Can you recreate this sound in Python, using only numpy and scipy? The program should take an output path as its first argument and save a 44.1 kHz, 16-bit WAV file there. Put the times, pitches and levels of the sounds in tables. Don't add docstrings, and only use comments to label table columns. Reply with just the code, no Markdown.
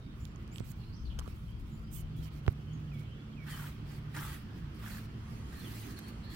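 import sys
import numpy as np
from scipy import signal
from scipy.fft import rfft, irfft
from scipy.io import wavfile
from scipy.ndimage import uniform_filter1d

SR = 44100
rng = np.random.default_rng(int(sys.argv[2]) if len(sys.argv) > 2 else 0)


def invert_db(level):
    return 10 ** (np.asarray(level, dtype=float) / 20)


def unload_audio(sound):
    columns = np.transpose(np.atleast_2d(sound))
    steps = np.round(np.clip(columns, -1, 1) * 32767)
    wavfile.write(sys.argv[1], SR, steps.astype(np.int16))


N = 280035
TIME = np.arange(N) / SR


def evened(x):
    return x / np.sqrt(np.mean(x ** 2) + 1e-20)


def read(points, hz):
    f, value = np.transpose(points)
    return np.interp(np.log(hz + 1), np.log(f + 1), value)


def over_time(points):
    return np.interp(TIME, *np.transpose(points))


def add(mix, s, sound):
    part = mix[:, max(round(s * SR), 0):][:, :sound.shape[-1]]
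    part += sound[:, :part.shape[1]]


def panned(x, pan_db):
    return np.array([invert_db(pan_db / 2), invert_db(-pan_db / 2)]).reshape(2, -1) * x


def colour(x, points):
    gain = invert_db(read(points, np.fft.rfftfreq(x.shape[-1], 1 / SR)))
    return evened(irfft(rfft(x) * gain, x.shape[-1]))


def resonate(x, hz, width):
    turn = np.exp(2j * np.pi * np.cumsum(hz * np.ones(x.shape[-1])) / SR)
    r = np.exp(-np.pi * abs(width) / SR)
    smooth = signal.lfilter([1], [1, -2 * r, r ** 2], x * turn.conj())
    return evened((turn * smooth).real)


def clumps(shape, size):
    smooth = uniform_filter1d(rng.standard_normal(shape), size)
    return evened(uniform_filter1d(smooth, size))


# f/Hz, likeness (1 = same, -1 = opposite)
SAME = [(60, 1), (150, 0.97), (380, 0.75), (950, -0.038), (2380, -0.26), (5980, -0.35), (15000, -1.06)]
# f/Hz, left-right level/dB
LEAN = [(60, -0.5), (130, -2), (290, -6), (640, -2.5), (1410, -3), (3100, -0.5), (6820, -0.5), (15000, 0)]


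def wash(points, patchy_db):
    frames, hz = N // 512 + 5, np.fft.rfftfreq(2048, 1 / SR)
    a, b, c, d, patches = rng.standard_normal((frames, 1025, 5)).T
    patches = uniform_filter1d(patches, size=16, axis=0)
    patches = evened(uniform_filter1d(patches, size=6, axis=1))
    same = np.clip(read(SAME, hz), -1, 1)[:, None]
    left = a + 1j * b
    right = same * left + np.sqrt(1 - same ** 2) * (c + 1j * d)
    z = np.array([left, right]) * invert_db(read(points, hz)[:, None] + patchy_db * patches)
    z *= panned(1, read(LEAN, hz))[:, :, None]
    return evened(signal.istft(z, nperseg=2048, noverlap=1536)[1][:, :N])


# t/s, level/dB
ROAD = [(0, -3.5), (.45, 0.5), (.9, -2.5), (1.9, -2.5), (2.45, 1.2), (3.4, 1), (4.0, 1.5), (5.05, 2),
        (5.5, 2.5), (6.1, 4), (6.35, 5)]
# f/Hz, level/dB per Hz
DEEP = [(20, -12), (38, -27), (55, 3.5), (113, -1), (139, 2.5), (161, -1), (214, -8), (300, -24.5),
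        (400, -54)]


def rumble():
    return invert_db(-46.5 + 0.045 * over_time(ROAD)) * wash(DEEP, patchy_db=-2.0)


# f/Hz, level/dB per Hz
WIND = [(15, -29), (30, 20.5), (45, 21), (75, 23.5), (110, -42.5)]
# t/s, level/dB
GUST = [(0, -57), (.6, -52), (.95, -52), (1.05, -40), (1.2, -41.5), (1.4, -54), (1.62, -43), (1.72, -53),
        (1.85, -46), (2.0, -43.5), (2.7, -65), (4.9, -56.5), (6.35, -65)]


def wind():
    return panned(invert_db(over_time(GUST)) * colour(rng.standard_normal(N), WIND), 6.3)


# f/Hz, level/dB per Hz
LORRY = [(130, -30), (170, 0), (230, 0), (310, -5), (400, -30)]


def lorry():
    pass_db = np.interp(TIME, [5.0, 5.3, 6.0, 6.35], [-30, -3, 1, -17])
    return invert_db(-50 + pass_db) * wash(LORRY, patchy_db=4.5)


# f/Hz, level/dB
ROAR = [(150, 10), (220, 11.5), (300, 14.5), (400, 6), (500, -7.5), (600, -44)]
# f/Hz, width/Hz, level/dB
HUM = [(54.8, 15, -55), (110, 10.7, -51.5), (217.6, 3.16, -59.5), (217.3, 8.8, -61)]
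# f/Hz, level/dB per Hz
AIR = [(260, -8), (450, -1.5), (580, -5.5), (840, -5.5), (1320, -2.5), (1630, -8.5), (2260, -10.5),
       (3230, -10), (3700, -19), (4560, -18.5), (6900, -26.5), (8500, -28), (11000, -45), (15800, -55)]


def traffic():
    road_db = over_time(ROAD)
    roar = invert_db(-55.5 + road_db) * wash(ROAR, patchy_db=2.5)
    hums = sum(invert_db(db) * resonate(rng.standard_normal(N), hz, width) for hz, width, db in HUM)
    air = invert_db(-60.5 + 0.68 * road_db) * wash(AIR, patchy_db=1.5)
    return roar + panned(hums * invert_db(0.26 * road_db), -1.3) + air


# t/s, f/Hz, level/dB
ENGINE = [(1.699, 163.8, -56.5), (2.0, 158, -49.5), (2.16, 157, -42.5), (2.31, 155, -47.5),
          (2.45, 143, -46.5), (2.58, 144, -50.5), (2.76, 155.5, -43), (2.96, 145, -42.5),
          (3.13, 142, -54.5), (3.45, 148, -45.5), (3.85, 145.5, -50.5), (4.2, 146, -45.5),
          (4.36, 142, -46.5), (4.469, 138.6, -64), (4.7, 141, -49), (4.9, 139, -74)]


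def engine():
    s, hz, db = np.transpose(ENGINE)
    drone = np.sqrt(2) * np.sin(2 * np.pi * np.cumsum(np.interp(TIME, s, hz)) / SR)
    return panned(drone * invert_db(np.interp(TIME, s, db, -90, -90)), -2.1)


# t/s, level/dB
FLOCK = [(0, -80), (1.4, -77), (2.2, -76), (2.5, -85), (2.7, -74), (3.1, -69), (3.4, -77), (4.5, -76),
         (5.5, -80), (6.35, -86)]


def flock():
    hz = 3100 * (1 + 0.055 * clumps(N, size=2500))
    twitter = resonate(rng.standard_normal((2, N)), hz, width=700)
    return invert_db(over_time(FLOCK)) * twitter * invert_db(1.9 * clumps(N, size=1500))


def note(s, length, start_hz, end_hz, db, width, bend):
    u = np.arange(round(length * SR)) / (length * SR)
    glide = end_hz + (start_hz - end_hz) * (1 - u) ** bend
    hz = np.pad(glide, (4000, 0), "edge")
    pure = np.sin(2 * np.pi * np.cumsum(hz) / SR)
    air = rng.standard_normal((2, len(u) + 4000)) + (0.13 + 2.9 / width) * pure
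    tone = evened(resonate(air, hz, width)[:, 4000:]) * signal.windows.tukey(len(u), .3)
    scatter = rng.standard_normal((2, 9000)) * invert_db(-60 * np.arange(9000) / SR / .45)
    tail = signal.fftconvolve(tone, scatter / np.linalg.norm(scatter[0]), axes=1)
    return s, invert_db(db) * (np.pad(tone, ((0, 0), (0, 8999))) + invert_db(-2.0) * tail)


# t/s, length/s, start f/Hz, end f/Hz, level/dB
THIN = [(0, 0.13, 3750, 3700, -73), (.2, 0.052, 6850, 7220, -69), (.51, 0.073, 6400, 8150, -66),
        (.562, 0.032, 7660, 7850, -68), (1.71, 0.065, 7080, 7130, -72.5), (2.725, 0.038, 6960, 6500, -70.5),
        (6.31, 0.049, 6990, 7040, -70)]
TRILL = [
    (.925, 0.032, 4500, 5200, -64),
    (.95, 0.11, 5380, 5300, -74.5),
    (1.048, 0.034, 4740, 3730, -62.5),
    (1.095, 0.041, 3260, 2920, -61),
    (6.22, 0.15, 4200, 4350, -62),
]
WARBLER = [(.79, 0.039, 4350, 4300, -70), (.828, 0.022, 4200, 4150, -70), (.86, 0.06, 4100, 4420, -72),
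           (1.83, 0.089, 4780, 5030, -76), (3.55, 0.037, 4450, 4200, -70), (4.9, 0.091, 4340, 4190, -67),
           (5.54, 0.057, 4240, 4200, -65.5), (5.75, .04, 4100, 4230, -65), (5.596, 0.02, 4030, 4240, -58),
           (5.962, 0.035, 4400, 4130, -59), (6.015, 0.095, 4250, 4380, -64.5),
           (6.24, 0.025, 4200, 4160, -65), (.95, 0.033, 5830, 5800, -70), (.955, .05, 5200, 5400, -77),
           (.99, 0.055, 6050, 6140, -77)]
CHIRPS = [(.86, 0.051, 2900, 2930, -75), (.95, 0.054, 3150, 3150, -74), (1.31, 0.026, 2650, 2600, -71),
          (1.478, 0.019, 3180, 3100, -65), (1.505, .03, 3280, 3290, -72), (1.56, 0.026, 3180, 3240, -75),
          (1.74, 0.049, 3120, 3100, -80), (1.88, 0.024, 3150, 3130, -69), (1.95, 0.022, 3500, 3400, -65),
          (1.96, 0.04, 3030, 3040, -65), (2.02, 0.067, 3050, 3080, -71), (2.14, 0.063, 3430, 3300, -69.5),
          (2.22, 0.058, 3200, 3000, -65.5), (2.59, 0.046, 3060, 2950, -77),
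          (2.665, 0.065, 3060, 3040, -67.5), (2.7, 0.083, 3370, 3390, -75), (2.875, 0.014, 3200, 3000, -65),
          (2.94, 0.024, 3420, 3390, -67), (3.02, 0.077, 3110, 3040, -73), (3.1, 0.046, 2880, 3150, -67.5),
          (3.15, 0.092, 3380, 3420, -71.5), (3.33, 0.018, 3278, 3060, -66),
          (3.515, 0.046, 3220, 2990, -55.5), (5.642, 0.038, 3560, 2900, -56),
          (5.61, 0.019, 3600, 3480, -65), (5.8, .07, 3080, 2910, -72), (6.04, 0.016, 3134, 3206, -62),
          (6.3, 0.033, 3370, 3400, -64)]
WHISTLES = [
    (2.91, 0.078, 2690, 2225, -66),
    (3.003, .015, 2150, 2250, -66),
    (3.362, 0.0875, 2776, 2230, -66),
    (3.92, 0.04, 1795, 1790, -72),
]


def birds():
    mix = np.zeros((2, N))
    # song, breath width/Hz, left-right level/dB, bend
    for song, width, pan_db, bend in [(THIN, 280, 1.4, 2.1), (TRILL, 760, -2, 1), (WARBLER, 430, -2.4, 1.2),
                                      (CHIRPS, 230, -1.2, 1.37), (WHISTLES, 14, -13, 3.56)]:
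        for row in song:
            s, sound = note(*row, width, bend)
            add(mix, s, panned(sound, pan_db))
    return mix


# approach/s, level at touch/dB, level at lift/dB, release/s
LIGHT = (0.018, -10, -5, 0.03)
FIRM = (0.02, -8, -4.5, 0.13)


def contact(touch, peak, lift, db, shape):
    approach, touch_db, lift_db, release = shape
    gone_db = -40.5
    s = np.maximum.accumulate([touch - approach, touch, peak, lift, lift + release])
    return invert_db(db + np.interp(TIME, s, [gone_db, touch_db, 0, lift_db, gone_db], -99, -99)) ** 2


def snaps(per_s, spread_db, same, clumpy_db):
    hit = rng.random((3, N)) < per_s / SR
    size = invert_db(spread_db * np.minimum(rng.exponential(1, (3, N)), 3))
    clicks = hit * size * rng.standard_normal((3, N)) * invert_db(clumpy_db * clumps(N, size=300))
    return np.sqrt(same) * clicks[2] + np.sqrt(1 - same) * clicks[:2]


def patchy(x, patchy_db):
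    z = signal.stft(x, nperseg=256)[2]
    patches = evened(uniform_filter1d(clumps(z.shape[1:], size=9), size=4, axis=0))
    return evened(signal.istft(z * invert_db(patchy_db * patches), nperseg=256)[1][:, :N])


# f/Hz, level/dB
HISS = [(4500, -28), (6000, -0.5), (7500, 2.5), (9000, 2), (11000, 2), (13000, 5), (15000, 3), (15800, 6.5)]
# f/Hz, level/dB
RASP = [(1500, -6), (2300, 0), (3200, -4.5), (4500, -3), (5800, -8.5), (7000, -18), (9000, -18)]


def rub(power, idle_db, rasp_db, follows, pan_db):
    hiss_db = 10 * np.log10(power + invert_db(idle_db) ** 2)
    hiss = patchy(colour(snaps(30000, 0.7, 0.07, clumpy_db=1.0), HISS), patchy_db=2.5)
    rasp = patchy(colour(snaps(20000, 0.8, 0.17, clumpy_db=0.5), RASP), patchy_db=2.6)
    hiss *= invert_db(hiss_db + 2.5)
    rasp *= invert_db(rasp_db + follows * (hiss_db + 58.5) + 5.0)
    return panned(hiss, pan_db) + panned(rasp, 0.97 * pan_db - 4.0)


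# touch t/s, peak t/s, lift t/s, hiss level/dB, left-right level/dB
RUSTLES = [(0.15, 0.22, 0.28, -70.5, -7), (0.392, 0.43, 0.44, -76, -7), (0.645, 0.72, 0.72, -60.5, -15),
           (0.757, 0.74, 0.94, -75.5, -5), (1.223, 1.3, 1.33, -71, -18), (1.342, 1.27, 1.52, -70, -3),
           (1.918, 1.93, 2.012, -52.5, -12.5), (2.163, 2.166, 2.22, -69, -15),
           (2.925, 2.94, 2.97, -71, -10), (1.588, 1.6, 1.62, -69, 0), (2.975, 2.995, 3.03, -68.5, -10),
           (.526, .56, .6, -69, -18), (1.645, 1.67, 1.84, -72, -1), (2.21, 2.24, 2.28, -72, -31),
           (2.32, 2.352, 2.4, -71, -17.5), (2.435, 2.53, 2.29, -68, -9), (2.55, 2.4, 3.1, -79, -2),
           (2.716, 2.8, 3.9, -85, -8), (5.295, 4.8, 5.4, -74, -14)]


def sleeve():
    idle_db, idle_pan_db = -91, -6.5
    powers = np.array([contact(*row[:4], LIGHT) for row in RUSTLES])
    power, idle = powers.sum(0), invert_db(idle_db) ** 2
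    pan_db = (np.transpose(RUSTLES)[4] @ powers + idle_pan_db * idle) / (power + idle)
    return rub(power, idle_db, rasp_db=-73, follows=0.19, pan_db=0.89 * pan_db)


# f/Hz, level/dB
CRACK = [(700, 9), (2000, -43), (4000, 9.5), (9000, 3), (16000, -4)]


def tick(s, ring_db, hz, crack_db, pan_db, t60):
    t = np.arange(1500) / SR
    crack = colour(rng.standard_normal((2, 1500)), CRACK) * invert_db(crack_db - 5 - 60 * t / (1.2 * t60))
    late = np.maximum(t - np.array([[max(-pan_db, 0) * 2e-5], [0]]), 0)
    ring = np.sin(2 * np.pi * hz * late) * invert_db(ring_db - 60 * late / t60)
    ring *= np.minimum(late * hz / .7, 1)
    return s, panned(ring + crack, pan_db)


# t/s, ring level/dB, ring f/Hz, crack level/dB, left-right level/dB
NAILS = [(.2531, -42.5, 3500, -40, -14.5), (.36, -48, 6400, -62, -12.5), (.478, -53, 4900, -51, -13),
         (.49, -43, 1200, -70, -7), (.5592, -33.5, 2940, -40.5, -10.5), (.574, -60, 9000, -56, -8),
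         (.583, -34.5, 3200, -40, -13.5), (.533, -60, 13500, -59, -12), (.599, -60, 8000, -43, -16),
         (2.994, -62, 14500, -52, -10), (.718, -48, 5550, -55, -7.5), (1.1952, -29.5, 1300, -29.5, -9.5),
         (2.465, -36, 2860, -48, -10), (2.4793, -41.5, 5570, -43, 4)]
BUCKLE = [(1.1895, -47, 1600, -40, 11), (1.1905, -36, 3110, -40, -3), (1.202, -48, 1140, -46, -2),
          (1.2128, -42, 1150, -70, -13), (1.2195, -47, 1050, -70, -5), (1.222, -50, 1510, -70, -5),
          (1.26, -47, 1170, -66, -18), (1.267, -44, 1200, -70, -7), (1.2775, -43.5, 1260, -50, -5),
          (1.245, -50, 1420, -70, -7), (1.276, -52, 3050, -70, -4), (2.4805, -24, 430, -53, -13),
          (2.4802, -30, 710, -55, -8), (2.4803, -30, 600, -62, -12)]


def hand_ticks():
    mix = np.zeros((2, N))
    for ticks, t60 in [(NAILS, 0.0037), (BUCKLE, 0.013)]:
        for row in ticks:
            add(mix, *tick(*row, t60))
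    return mix


def knock(s, spike_db, push_db, thump_db, hz):
    t = np.arange(3000) / SR - .002
    spike = -np.exp(-abs((t - np.array([[.0001], [0]])) / .00013) ** 1.5)
    spike = spike - .17 * np.exp(-((t + .0007) / .0003) ** 2)
    push = -np.exp(-((t - np.array([[.0008], [.0019]])) / np.array([[.0004], [.0007]])) ** 2)
    late = np.maximum(t - np.array([[.0013], [.0028]]), 0)
    thump = np.sin(2 * np.pi * hz * late) * np.exp(-(late * hz / 1.0) ** 4.4)
    sound = invert_db([[-2.2], [-.1]]) * invert_db(spike_db) * spike
    sound = sound + invert_db([[-9.5], [-.1]]) * invert_db(push_db) * push
    sound = sound + invert_db([[-9.3], [-.1]]) * invert_db(thump_db) * thump
    return s - .002, sound


# t/s, spike level/dB, push level/dB, thump level/dB, thump f/Hz
KNOCKS = [
    (.604, -39, -23.5, -37, 110),
    (1.188, -37, -46, -34, 476),
    (1.2745, -45, -50, -34.5, 423),
    (2.465, -35.5, -64, -33, 100),
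    (2.4799, -14.5, -16, -13.5, 81),
]


def knocks():
    mix = np.zeros((2, N))
    for row in KNOCKS:
        add(mix, *knock(*row))
    return mix


# t/s, ring level/dB, ring f/Hz, crack level/dB, left-right level/dB
TEETH = [(3.477, -53, 1900, -53, 0), (3.497, -52, 1890, -60, -5), (3.516, -46, 1820, -60, 0),
         (3.526, -45, 1820, -60, 2), (3.544, -44, 1300, -58, 1), (3.618, -43, 1540, -60, 3),
         (3.641, -41, 1400, -58, 4), (3.69, -55, 1186, -62, 4), (4.178, -41, 1420, -56, 7),
         (4.209, -40, 1180, -52, 3), (4.224, -41, 1280, -60, 9), (4.25, -42, 1310, -54, -5),
         (4.264, -41, 1280, -60, 0), (4.293, -53, 1340, -60, 0), (4.336, -47, 1900, -62, -7),
         (4.364, -47, 1710, -55, -4), (4.907, -43, 1480, -60, -1.5), (4.97, -43.5, 1700, -60, -6),
         (4.841, -42.5, 1400, -60, -6), (4.884, -42, 1430, -60, 1), (4.948, -45, 1700, -58, -8),
         (4.983, -40.5, 1700, -60, -7), (3.575, -44, 1290, -60, 0), (3.598, -42, 1520, -62, 0),
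         (3.665, -46, 1500, -60, 0), (4.168, -40, 930, -60, -5), (4.1655, -42, 2170, -60, -2),
         (4.165, -45, 5300, -60, 0), (4.19, -45, 3100, -60, -2), (4.23, -41, 2020, -56, 0),
         (4.1493, -42, 1580, -50, -4), (4.1652, -50, 1456, -40, 4), (4.151, -57, 3950, -60, 0),
         (4.152, -55, 5000, -60, 0), (4.171, -37, 1410, -46, 9), (4.745, -72, 9100, -60, 0),
         (4.862, -40, 1710, -60, -12), (4.876, -39.5, 1600, -63, 4), (5.909, -59, 10300, -52, -6),
         (5.99, -47, 1680, -42.5, -4), (6.085, -56, 9050, -55, 11), (5.9905, -50, 11300, -60, -4),
         (5.9907, -48, 13000, -58, -5)]


def teeth():
    mix = np.zeros((2, N))
    for row in TEETH:
        add(mix, *tick(*row, t60=0.019))
    return mix


# f/Hz, width/Hz, level/dB, left-right level/dB
HEAD = [(896, 146, -2, -4), (1275, 390, -0.5, 2), (1567, 410, 0, 0.5), (1830, 430, -1, -5.5),
        (2410, 520, -3.5, -4), (3100, 540, -7, 19)]
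# t/s, f/Hz
TILT = [(3.47, 1790), (3.54, 1770), (3.57, 1400), (3.62, 1530), (3.66, 1360), (3.7, 1210), (4.15, 1820),
        (4.18, 1460), (4.21, 1240), (4.31, 1320), (4.33, 1960), (4.38, 1833), (4.83, 1377), (4.87, 1590),
        (5.0, 1580), (5.5, 1810), (5.95, 1590)]
# f/Hz, level/dB
SMALL = [(500, -25), (700, -8), (820, 0)]


def head_ring(power):
    tilt_hz = over_time(TILT)
    catches = snaps(9000, 1.2, .5, clumpy_db=.5)
    belly_db = np.clip(10 * np.log10(power) + 48.5, -8, 2)
    head = np.zeros((2, N))
    for hz, width, db, pan_db in HEAD:
        off_db = np.minimum(12 * abs(np.log2(hz / tilt_hz)), 7.5)
        ring = resonate(catches, hz * (1 + .05 * clumps(N, size=1500)), width)
        ring *= invert_db(belly_db * (hz < 1000) - off_db)
        head += invert_db(db + .6 * clumps(N, size=300)) * panned(ring, pan_db)
    return colour(head, SMALL) * np.sqrt(power)


# touch t/s, peak t/s, lift t/s, hiss level/dB
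GRAZES = [(3.392, 3.443, 3.5, -68), (3.86, 3.92, 3.99, -63), (4.1, 4.143, 4.43, -69.5),
          (4.53, 4.58, 4.605, -70), (4.744, 4.748, 4.85, -71), (4.787, 4.798, 5.06, -65),
          (5.456, 5.507, 5.54, -72), (5.885, 5.908, 5.93, -59), (5.965, 5.99, 5.996, -59),
          (6.0, 6.03, 6.05, -72), (6.065, 6.086, 6.105, -60), (6.12, 6.125, 6.135, -72),
          (6.242, 6.247, 6.26, -73), (6.3, 6.35, 6.7, -57)]
# touch t/s, peak t/s, lift t/s, hair hiss level/dB, head ring level/dB
STROKES = [
    (3.468, 3.51, 3.69, -52.5, -51.5),
    (4.147, 4.18, 4.35, -50, -48),
    (4.826, 4.89, 4.985, -53, -55),
    (5.525, 5.758, 5.9, -55.5, -59),
]


def brush():
    grazes = sum(contact(*row, LIGHT) for row in GRAZES)
    strokes = sum(contact(*row[:4], FIRM) for row in STROKES)
    bites = np.zeros(N)
    for touch, _, lift, _, ring_db in STROKES:
        shape = (FIRM[0], -4, -15 * (lift - touch), .09)
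        bites += contact(touch, touch + .02, lift, ring_db, shape)
    held_db = -66.5
    head = head_ring(bites + invert_db(-1.5) ** 2 * grazes + invert_db(held_db) ** 2)
    hair = rub(grazes + strokes, idle_db=-81, rasp_db=-63.5, follows=0.57, pan_db=-0.4)
    raised = np.clip((TIME - 3.36) / 0.14, 0, 1)
    return raised * (head + hair)


def scene():
    mix = rumble() + wind() + lorry() + traffic() + engine()
    mix += sleeve() + brush()
    mix += flock() + birds()
    return mix + hand_ticks() + teeth() + knocks()


def low_pass(x):
    return signal.sosfilt(signal.butter(12, 16650, fs=SR, output="sos"), x)


def record(dry):
    in_band = np.fft.rfftfreq(N, 1 / SR) < 15840
    limited = irfft(rfft(dry) * in_band, N)
    return low_pass(limited)


dry = scene()
out = record(dry)
unload_audio(out)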